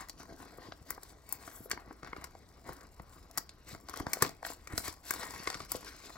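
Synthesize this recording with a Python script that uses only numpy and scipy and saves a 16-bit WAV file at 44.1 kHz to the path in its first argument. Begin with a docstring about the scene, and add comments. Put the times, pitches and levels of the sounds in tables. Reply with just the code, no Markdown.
"""Fingers and cloth rub over a torn padded paper mailer, on a lap in a bedroom, close to a stereo microphone.
Small creases crinkle under the strokes, the stiff paper buckles in sharp snaps, and the padded body
takes dull bumps. One edge briefly sticks and slips in a run of tiny ticks.
The furnished room answers shortly, over the faint hum of the house."""
import sys
import numpy as np
from scipy import signal
from scipy.fft import rfft, irfft, next_fast_len
from scipy.io import wavfile
from scipy.ndimage import uniform_filter1d

SR = 44100
rng = np.random.default_rng(int(sys.argv[2]) if len(sys.argv) > 2 else 0)


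def bounce(signal):
    """Save signal as a 16-bit WAV file at the path given by the first command-line argument."""
    frames = np.transpose(np.atleast_2d(signal))
    limited = np.clip(frames, -1, 1)
    pcm = np.round(limited * 32767).astype(np.int16)
    wavfile.write(sys.argv[1], SR, pcm)


N = 272097
TIME = np.arange(N) / SR
SIZE = 4096  # samples in a filter or a single impact
BIN_HZ = np.fft.rfftfreq(SIZE, 1 / SR)
LEAD_IN_S = 0.02  # a panel strains this long before it pops


def amp(db):
    """Decibels to gain."""
    return 10 ** (np.asarray(db) / 20)


def unit_rms(x):
    """Scales to rms 1."""
    return x / np.sqrt(np.mean(x ** 2) + 1e-20)


def curve(points, hz=BIN_HZ):
    """Interpolates rows of frequency and value on a log-frequency axis."""
    point_hz, value = np.transpose(points)
    return np.interp(np.log(hz + 1), np.log(point_hz + 1), value)


def add(mix, start_s, sound):
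    """Mixes a stereo sound in at start_s."""
    part = mix[:, max(round(start_s * SR), 0):][:, :sound.shape[1]]
    part += sound[:, :part.shape[1]]


def colour(x, db):
    """Minimum-phase filter with gain db at BIN_HZ: each resonance rings after its cause."""
    cepstrum = irfft(np.log(amp(np.maximum(db, db.max() - 80))))
    cepstrum[1:SIZE // 2] *= 2
    cepstrum[SIZE // 2 + 1:] = 0
    impulse = irfft(np.exp(rfft(cepstrum)))
    return signal.oaconvolve(x, impulse[None], axes=1)[:, :x.shape[1]]


def hit(x, db):
    """Gives a sound the energy of 10 ms at the level db."""
    return amp(db) * unit_rms(x) * np.sqrt(0.01 * SR / x.shape[1])


def wander(per_s):
    """A slow random curve of rms 1."""
    knots = np.arange(0, TIME[-1] + 1, 1 / per_s)
    return unit_rms(np.interp(TIME, knots, rng.standard_normal(len(knots))))


def microphone(x):
    """Both ports hear row 0 of x; row 1 sets them apart. 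The left is nearer and brighter."""
    # Each row: frequency in Hz, likeness of the two ports from 0 to 1.
    port_likeness = [(60, 0.94), (300, 1), (1000, 0.89), (2000, 1), (5000, 0.71), (14000, 0.88)]
    # Each row: frequency in Hz, left over right in dB.
    port_balance = [(60, 0.42), (250, 1.2), (1200, 5.4), (4400, 1.9), (8000, 4.9), (13000, 7)]
    # Each row: frequency in Hz, phase lead of the left port in radians.
    port_lead = [(60, 0.2), (250, 0.092), (1000, 0.69), (2500, 1.22), (5000, 1.26), (9000, 1.8),
                 (15000, 1.44)]
    size = next_fast_len(x.shape[1] + SIZE)
    hz = np.fft.rfftfreq(size, 1 / SR)
    likeness, ratio = curve(port_likeness, hz), amp(curve(port_balance, hz))
    common, apart = rfft(x, size) * np.sqrt([(1 + likeness) / 2, (1 - likeness) / 2])
    left = (common + apart) * ratio
    right = (common - apart) * np.exp(-1j * curve(port_lead, hz))
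    return irfft(np.array([left, right]) * np.sqrt(2 / (1 + ratio ** 2)), size)[:, :x.shape[1]]


def mailer_db():
    """The lift that the mailer's resonances give to all that excites it."""
    # Each row: resonance in Hz, width in Hz, lift in dB.
    modes = [(290, 69, 3.5), (478, 190, 4), (674, 28.4, 4), (1063, 110, 5), (1430, 290, 2.5), (1864, 68, 2),
             (2120, 650, 7.5), (4060, 350, 2.5), (4750, 260, 4.5), (5650, 330, 6), (7510, 670, 6),
             (11460, 760, 2.5)]
    return sum(db / (1 + (2 * (BIN_HZ - hz) / width) ** 2) for hz, width, db in modes)


def finger_strokes(attack_s=0.041, release_s=0.028):
    """Levels in dB of cloth, rustle, hiss and grain: each stroke swells and lets go over the grip."""
    # Fingers slide over the mailer. Each row: start in seconds, seconds until release, panel rustle
    # in dB, cloth and surface hiss each in dB over the rustle, fine grain in dB over the hiss.
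    strokes = [(-0.043, 0.058, -48.5, -10, -8.5, 2), (0.168, 0.04, -53.5, -0.5, 0, -8),
               (0.263, 0.071, -59.5, 5, -3.5, -10), (0.358, 0.071, -56.5, 1, -6.5, 0.5),
               (0.446, 0.16, -60.5, 2.5, -9.5, 1), (0.589, 0.091, -57, 2, -4, -8),
               (0.846, 0.082, -58, -2, -1.5, -2), (0.986, 0.13, -65.5, -6, 0.5, -1),
               (1.26, 0.084, -57.5, -4, -4.5, 4.5), (1.373, 0.13, -57, -8, -7, 4.5),
               (1.519, 0.059, -59.5, 3, -9, 13), (1.671, 0.15, -58.5, -4, -14, -2),
               (1.828, 0.09, -61, 0.5, -18, -13), (2.015, 0.069, -51, -4.5, -12, -12),
               (2.134, 0.11, -56, -6, -8, -7), (2.53, 0.071, -66, 2, -4, -13),
               (2.64, 0.057, -48.5, 0, -10, -3), (2.713, 0.14, -63, 3.5, -6.5, -7),
               (3.073, 0.116, -66, -19, -7.5, 6), (3.329, 0.057, -59, -6, -1.5, 0.5),
               (3.652, 0.071, -52.5, -1, -2.5, 1), (3.858, 0.078, -55.5, -1, -1.5, -13),
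               (3.925, 0.08, -52.5, 2, 0, -11), (4.056, 0.12, -51.5, -1, -8, 2),
               (4.199, 0.035, -40, -0.5, 0.5, -6), (4.431, 0.068, -50.5, -6.5, 1.5, -0.5),
               (4.528, 0.15, -65, -26, -10.5, 2.5), (4.68, 0.052, -46.5, -7.5, -17.5, 3),
               (4.739, 0.059, -57.5, -1, 5.5, 4.5), (4.825, 0.037, -40.5, -10.5, -0.5, 0.5),
               (5.027, 0.21, -51.5, -8.5, 0.5, 1), (5.106, 0.054, -47.5, -9, -5, -17),
               (5.17, 0.096, -44, -15, -9, -5), (5.26, 0.16, -50, -9, -2, -3.5),
               (5.413, 0.11, -49, -27, 0, -5), (5.528, 0.11, -55.5, -11, 4, -18),
               (5.674, 0.087, -54.5, -2.5, 5.5, -2), (5.771, 0.44, -60.5, -9.5, 2.5, -13),
               (5.838, 0.04, -53.5, -7, 7.5, -7), (6.022, 0.044, -60.5, 2, 6.5, -2)]
    # The grip never rests between strokes: cloth, rustle, hiss and fine grain in dB.
    grip_db = [-67.5, -70, -71, -76.5]
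    power = amp(grip_db)[:, None] ** 2 * np.ones(N)
    for start, length, rustle, cloth, hiss, grain in strokes:
        during = (TIME > start) & (TIME < start + length + 6 * release_s)
        t = TIME[during] - start
        envelope = np.minimum(t / attack_s, 1) * np.exp(-np.maximum(t - length, 0) / release_s)
        gains = amp(rustle + np.array([[cloth], [0], [hiss], [hiss + grain]]))
        power[:, during] += (gains * envelope) ** 2
    return 10 * np.log10(power)


def friction(per_s, spread_db, smooth, clump_db):
    """Tiny catches of very unequal size, in clumps, over smooth sliding noise."""
    size = amp(spread_db * np.minimum(rng.exponential(1, N), 4.5))
    size *= rng.random(N) < per_s / SR
    catches = unit_rms(size * rng.choice([-1., 1.], (2, N)))
    clumps = amp(clump_db * wander(per_s=90))
    return unit_rms((catches + smooth * rng.standard_normal((2, N))) * clumps)


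def rubbing(levels):
    """Cloth, panels and paper surface sound under the same strokes, each with its own friction."""
    # Dull cloth, rustling panels, surface hiss, fine grain. Each row: frequency in Hz, gain in dB.
    cloth_tone = [(30, -16), (70, -4.5), (130, 2.5), (320, 0), (550, -3), (800, -2.5), (1500, -12.5),
                  (4000, -75)]
    rustle_tone = [(300, -22.5), (600, -5.5), (900, 1.5), (1200, 1.5), (2100, -4), (2800, -13.5),
                   (4000, -11), (9000, -54)]
    hiss_tone = [(1500, -23.5), (2700, 0.5), (3300, 0), (4500, 5.5), (6500, -0.5), (8000, -15.5),
                 (11000, -7), (16000, -30)]
    grain_tone = [(4000, -26), (6500, -3.5), (8000, 0), (10000, -4.5), (13000, -4), (16000, -3.5)]
    cloth, rustle, hiss, grain = levels
    layers = [(cloth_tone, cloth + 1, friction(per_s=250, spread_db=2.76, smooth=1, clump_db=2.16)),
              (rustle_tone, rustle - 1.5, friction(per_s=450, spread_db=3.13, smooth=1, clump_db=1.44)),
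              (hiss_tone, hiss - 1.5, friction(per_s=1500, spread_db=2, smooth=0.89, clump_db=2.14)),
              (grain_tone, grain + 2, friction(per_s=900, spread_db=4.3, smooth=0.98, clump_db=3.6))]
    return sum(amp(db) * unit_rms(colour(drive, curve(tone) + mailer_db())) for tone, db, drive in layers)


def bending(x, depth_db=2.8, patch_hz=380, patch_s=0.13):
    """As the fingers move and bend the sheet, its resonances come and go."""
    hz, when, spectra = signal.stft(x, SR, nperseg=512, noverlap=384)
    patches = rng.standard_normal(spectra.shape[1:])
    patches = uniform_filter1d(patches, int(patch_hz / hz[1]) + 1, axis=0)
    patches = uniform_filter1d(patches, int(patch_s / when[1]) + 1, axis=1)
    gain = unit_rms(amp(depth_db * unit_rms(patches)))
    return signal.istft(spectra * gain, SR, nperseg=512, noverlap=384)[1][:, :N]


def house_hum(level_db=-60):
    """Room tone: the low steady hum and hiss of the house."""
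    # Each row: frequency in Hz, gain in dB.
    hum_tone = [(15, -17), (28, 3), (42, 5), (62, 8.5), (90, 0.5), (150, -7), (400, -13), (1200, -18),
                (3000, -39), (5000, -53), (10000, -48), (16000, -45)]
    return amp(level_db) * unit_rms(colour(rng.standard_normal((2, N)), curve(hum_tone)))


def burst(rise_ms, decay_ms, shiver_db, shiver_ms):
    """A short avalanche of breaking fibres, and the weaker shiver of the sheet after it."""
    ms = np.arange(SIZE) * 1000 / SR
    rise = 1 - np.exp(-(ms / rise_ms) ** 2)
    fall = np.exp(-ms / decay_ms) + amp(shiver_db) * np.exp(-ms / shiver_ms)
    spectrum = rfft(rng.standard_normal((2, SIZE)) * rise * fall)
    power = uniform_filter1d(abs(spectrum) ** 2, size=120, axis=1)
    return irfft(spectrum / np.sqrt(abs(power) + 1e-12)) * (ms < 60)  # white on the whole


def facets(ripple_db, width_hz):
    """Every patch of the crumpled sheet has its own chance resonances: a ripple in dB."""
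    ripple = uniform_filter1d(rng.standard_normal(len(BIN_HZ)), int(width_hz * SIZE / SR) + 1)
    return ripple_db * unit_rms(ripple)


def buckle(flex_db, pitch_hz, crack_db, brightness, strain_s=0.0054):
    """A panel creaks under load, then pops through with a papery knock while its crease cracks."""
    # The crack of a crease. Each row: frequency in Hz, gain in dB.
    crack_tone = [(1200, -17), (2200, -16), (3200, -10.5), (4500, 2), (9000, 2.5), (13000, 0.5), (16000, 0)]
    hz, t = BIN_HZ + 1, np.arange(SIZE) / SR
    octaves = np.log2(hz / pitch_hz)
    panel_db = 4 / (1 + (octaves / 0.51) ** 2)
    panel_db -= 8 * np.maximum(octaves, 0) ** 2 + 0.9 * np.maximum(-octaves, 0)  # steeper above the peak
    panel_db -= 10 * np.log10((1 + (hz / 2500) ** 8) * (1 + (170 / hz) ** 4))  # band-pass
    crease_db = curve(crack_tone, hz) + brightness * np.log2(np.maximum(hz, 3000) / 7500)
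    sheet_db = mailer_db() + facets(ripple_db=2, width_hz=240)

    def radiate(drive, tone_db, level_db):
        """One impact passes through the sheet to the microphone."""
        return hit(microphone(colour(drive, sheet_db + tone_db)), level_db)

    settle = (1000 / pitch_hz) ** 0.54  # a large, low panel settles more slowly than a small one
    knock = radiate(burst(0.87, 1.4 * settle, shiver_db=-22, shiver_ms=5.7), panel_db, flex_db)
    crack = radiate(burst(0.8, 0.68 * settle, shiver_db=-23, shiver_ms=5), crease_db, crack_db)
    swell = np.exp(-abs(t - LEAD_IN_S) / strain_s) * (t < LEAD_IN_S)
    strain = radiate(swell * rng.standard_normal((2, SIZE)), panel_db, flex_db - 16.5)
    pop = np.roll(knock + crack, round(LEAD_IN_S * SR), axis=1)
    pan_db = -0.6 + 0.12 * max(brightness, 0)  # bright cracks face the left port
    left, right = (strain + pop) * amp([[pan_db / 2], [-pan_db / 2]])
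    # Each fold faces its own way, so the two ports hear it in a different colour.
    return np.array([left, colour(right[None], facets(ripple_db=1, width_hz=700))[0]])


def crinkles(levels, per_s=45, spread_db=4, kinds=12):
    """Small creases give way at random moments, as strongly as the stroke presses them."""
    _, rustle, hiss, _ = levels
    size = amp((rustle + hiss) / 2 + spread_db * np.minimum(rng.exponential(1, N), 3))
    size *= rng.random(N) < per_s / SR
    kind = rng.integers(0, kinds, N)
    creases = [buckle(-7 + 3 * softness, 950 * 2 ** (0.4 * pitch), -10.5 - 3 * softness, 5 * tilt)
               for softness, pitch, tilt in rng.standard_normal((kinds, 3))]
    out = np.zeros((2, N))
    for i in np.flatnonzero(size):
        add(out, TIME[i], size[i] * creases[kind[i]])
    return out


def snaps():
    """The stiff paper gives way in large buckles, one by one."""
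    # Each row: time of the pop in seconds, panel flex in dB, panel pitch in Hz, crease crack in dB,
    # brightness of the crack in dB per octave.
    buckles = [(0.0855, -56.5, 1340, -51, 2), (0.096, -58, 1100, -42.5, -5.5), (0.583, -46.5, 640, -73, -5),
               (0.7207, -45.5, 1530, -47.5, -27), (0.905, -41.5, 1270, -31, 9), (0.9779, -47, 840, -76, -1),
               (1.0323, -57, 910, -46, 4), (1.2907, -62, 1210, -43.5, 10.5), (1.3246, -47, 920, -26, 12),
               (1.476, -46, 890, -55.5, 4), (1.6576, -48.5, 574, -61, 10), (1.6983, -68, 1110, -42, 14),
               (1.7056, -45, 1400, -52, -2), (1.7134, -34, 1740, -32, -6.5), (1.731, -44.5, 790, -53, -32),
               (1.7743, -44, 1080, -64, 7), (1.9086, -47.5, 830, -77, -8),
               (2.0302, -45.5, 1110, -57.5, -12), (2.046, -51, 1150, -56, -13),
               (2.1301, -39, 1130, -58.5, -23), (2.1639, -45, 970, -56.5, -15),
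               (2.2412, -49, 1800, -43, -1.5), (2.35, -50.5, 620, -66.5, -14), (2.6902, -41.5, 760, -57, 2),
               (2.7303, -69, 1030, -47, 17), (2.9966, -48, 900, -65, -20), (3.0197, -77, 900, -60.5, 6),
               (3.0946, -67, 896, -64.5, -2), (3.1555, -72, 900, -66, 8), (3.3118, -66, 850, -54.5, 0),
               (3.375, -38, 1100, -30.5, 3.5), (3.3804, -41.5, 1050, -31, -0.5),
               (3.4925, -68, 1420, -49, -12), (3.886, -47.5, 835, -49, -9), (3.8953, -48, 990, -44.5, 0),
               (3.9379, -40.5, 1190, -66, -6), (3.9726, -48, 726, -45, -3), (3.9994, -40, 970, -46, 3),
               (4.0662, -36, 930, -48.5, -14), (4.1328, -37.5, 1920, -26.5, 2), (4.169, -41, 800, -57, -20),
               (4.2221, -26.5, 1080, -23, 2), (4.2237, -27.5, 1180, -26.5, -0.5),
               (4.2285, -42, 790, -35, 5), (4.263, -47, 960, -43.5, -16), (4.248, -39, 940, -42, -19),
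               (4.4276, -41.5, 830, -58, -3), (4.449, -41.5, 1450, -43, -21), (4.4652, -44.5, 1180, -40, 9),
               (4.6727, -47, 1950, -48, -4.5), (4.778, -37, 1320, -30.5, -3), (4.88, -43.5, 1000, -38.5, 4),
               (5.1072, -33, 1300, -28, 4.5), (5.1374, -43, 1340, -39, 2), (5.4727, -31, 1640, -37.5, -13),
               (5.5012, -42, 1080, -38.5, -8.5), (5.5282, -48, 1290, -52, -10),
               (5.5431, -43, 1580, -40.5, -15), (5.5505, -44, 910, -50, -13),
               (5.6028, -42.5, 940, -49, -13), (5.718, -43.5, 950, -27.5, 6.5),
               (5.7481, -37.5, 520, -62, -16)]
    out = np.zeros((2, N))
    for pop_s, flex_db, pitch_hz, crack_db, brightness in buckles:
        add(out, pop_s - LEAD_IN_S, buckle(flex_db, pitch_hz, crack_db, brightness))
    return out


def bumps():
    """Soft knocks and pushes on the padding land as dull thuds."""
    # Each row: start in seconds, level in dB.
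    pushes = [(0.586, -57), (0.682, -49.5), (0.813, -52), (1.604, -47.5), (1.732, -51), (1.874, -54),
              (2.032, -50), (2.18, -48.5), (2.689, -49.5), (2.999, -46.5), (3.382, -55), (3.729, -47),
              (4.002, -35.5), (4.066, -37.5), (4.222, -32.5), (4.246, -56), (4.731, -37), (4.779, -44),
              (4.881, -44), (5.104, -53), (5.19, -47.5), (5.398, -51), (5.476, -51), (5.552, -47),
              (5.605, -48), (5.748, -46.5)]
    # The padded body. Each row: frequency in Hz, gain in dB.
    thud_tone = [(20, -11), (45, 1), (75, 4.5), (180, 1.5), (320, -2), (600, -20.5), (1500, -37),
                 (4000, -47)]
    out = np.zeros((2, N))
    for start, db in pushes:
        push = burst(rise_ms=1.23, decay_ms=3, shiver_db=-14, shiver_ms=13)
        thud = colour(push, curve(thud_tone) + mailer_db())
        add(out, start, hit(microphone(thud), db))
    return out


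def slipping_edge(jitter=0.062, scratch_ms=0.29):
    """An edge sticks and slips in tiny bright scratches, faster and slower with the pull."""
    # Each row: time in seconds, slips a second, level in dB.
    pull = [(1.513, 360, -64), (1.543, 320, -50), (1.573, 300, -51), (1.595, 240, -56), (1.625, 240, -56),
            (1.633, 430, -53), (1.652, 380, -51), (1.665, 910, -64), (1.68, 690, -70)]
    # Each row: frequency in Hz, gain in dB.
    scratch_tone = [(2000, -26), (5500, -22), (7400, -5), (9000, -19), (11000, 1), (14000, 0), (16000, -5)]
    when, rate, db = np.transpose(pull)
    rate = np.interp(TIME, when, rate) * (1 + jitter * wander(per_s=280))
    since_slip_ms = 1000 * (np.cumsum(rate) / SR % 1) / rate
    scratches = np.exp(-since_slip_ms / scratch_ms) * rng.standard_normal((2, N))
    ticks = unit_rms(colour(scratches, curve(scratch_tone) + mailer_db()))
    return ticks * amp(np.interp(TIME, when, db, left=-140, right=-140))


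def bedroom(x, early_db=-13, tail_db=-16):
    """Early echoes off lap and arms, then a short tail that dies fastest in the treble."""
    # Each row: frequency in Hz, seconds for the tail to fall 60 dB.
    decay_times = [(150, 0.24), (700, .25), (2000, 0.14), (5000, 0.22), (9000, 0.04), (15000, 0.16)]
    t = np.arange(SR // 3) / SR
    taps = rng.standard_normal((2, len(t))) * (rng.random((2, len(t))) < 0.12)
    early = taps * (t > 0.002) * np.exp(-t / 0.0039)
    diffuse = rng.standard_normal((2, len(t))) * np.clip(t / 0.012 - 0.3, 0, 1)
    hz, when, spectra = signal.stft(diffuse, SR, nperseg=256)
    decay = amp(-60 * when / curve(decay_times, hz)[:, None])
    tail = signal.istft(spectra * decay, SR, nperseg=256)[1][:, :len(t)]
    echo = amp(early_db) * early / np.linalg.norm(early[0]) + amp(tail_db) * tail / np.linalg.norm(tail[0])
    return signal.fftconvolve(x, echo, axes=1)[:, :N]


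def scene():
    """The mailer close to the microphone, with the bedroom behind it."""
    levels = finger_strokes()
    rubs = bending(rubbing(levels))
    paper = snaps() + crinkles(levels) + bumps() + microphone(rubs + slipping_edge())
    return paper + bedroom(paper) + microphone(house_hum())


def record(dry):
    """The recorder's band limit cuts the highest treble."""
    lowpass = signal.firwin(255, cutoff=15950, window=("kaiser", 9), fs=SR)
    return signal.oaconvolve(dry, lowpass[None], "same")


dry = scene()
out = record(dry)
bounce(out)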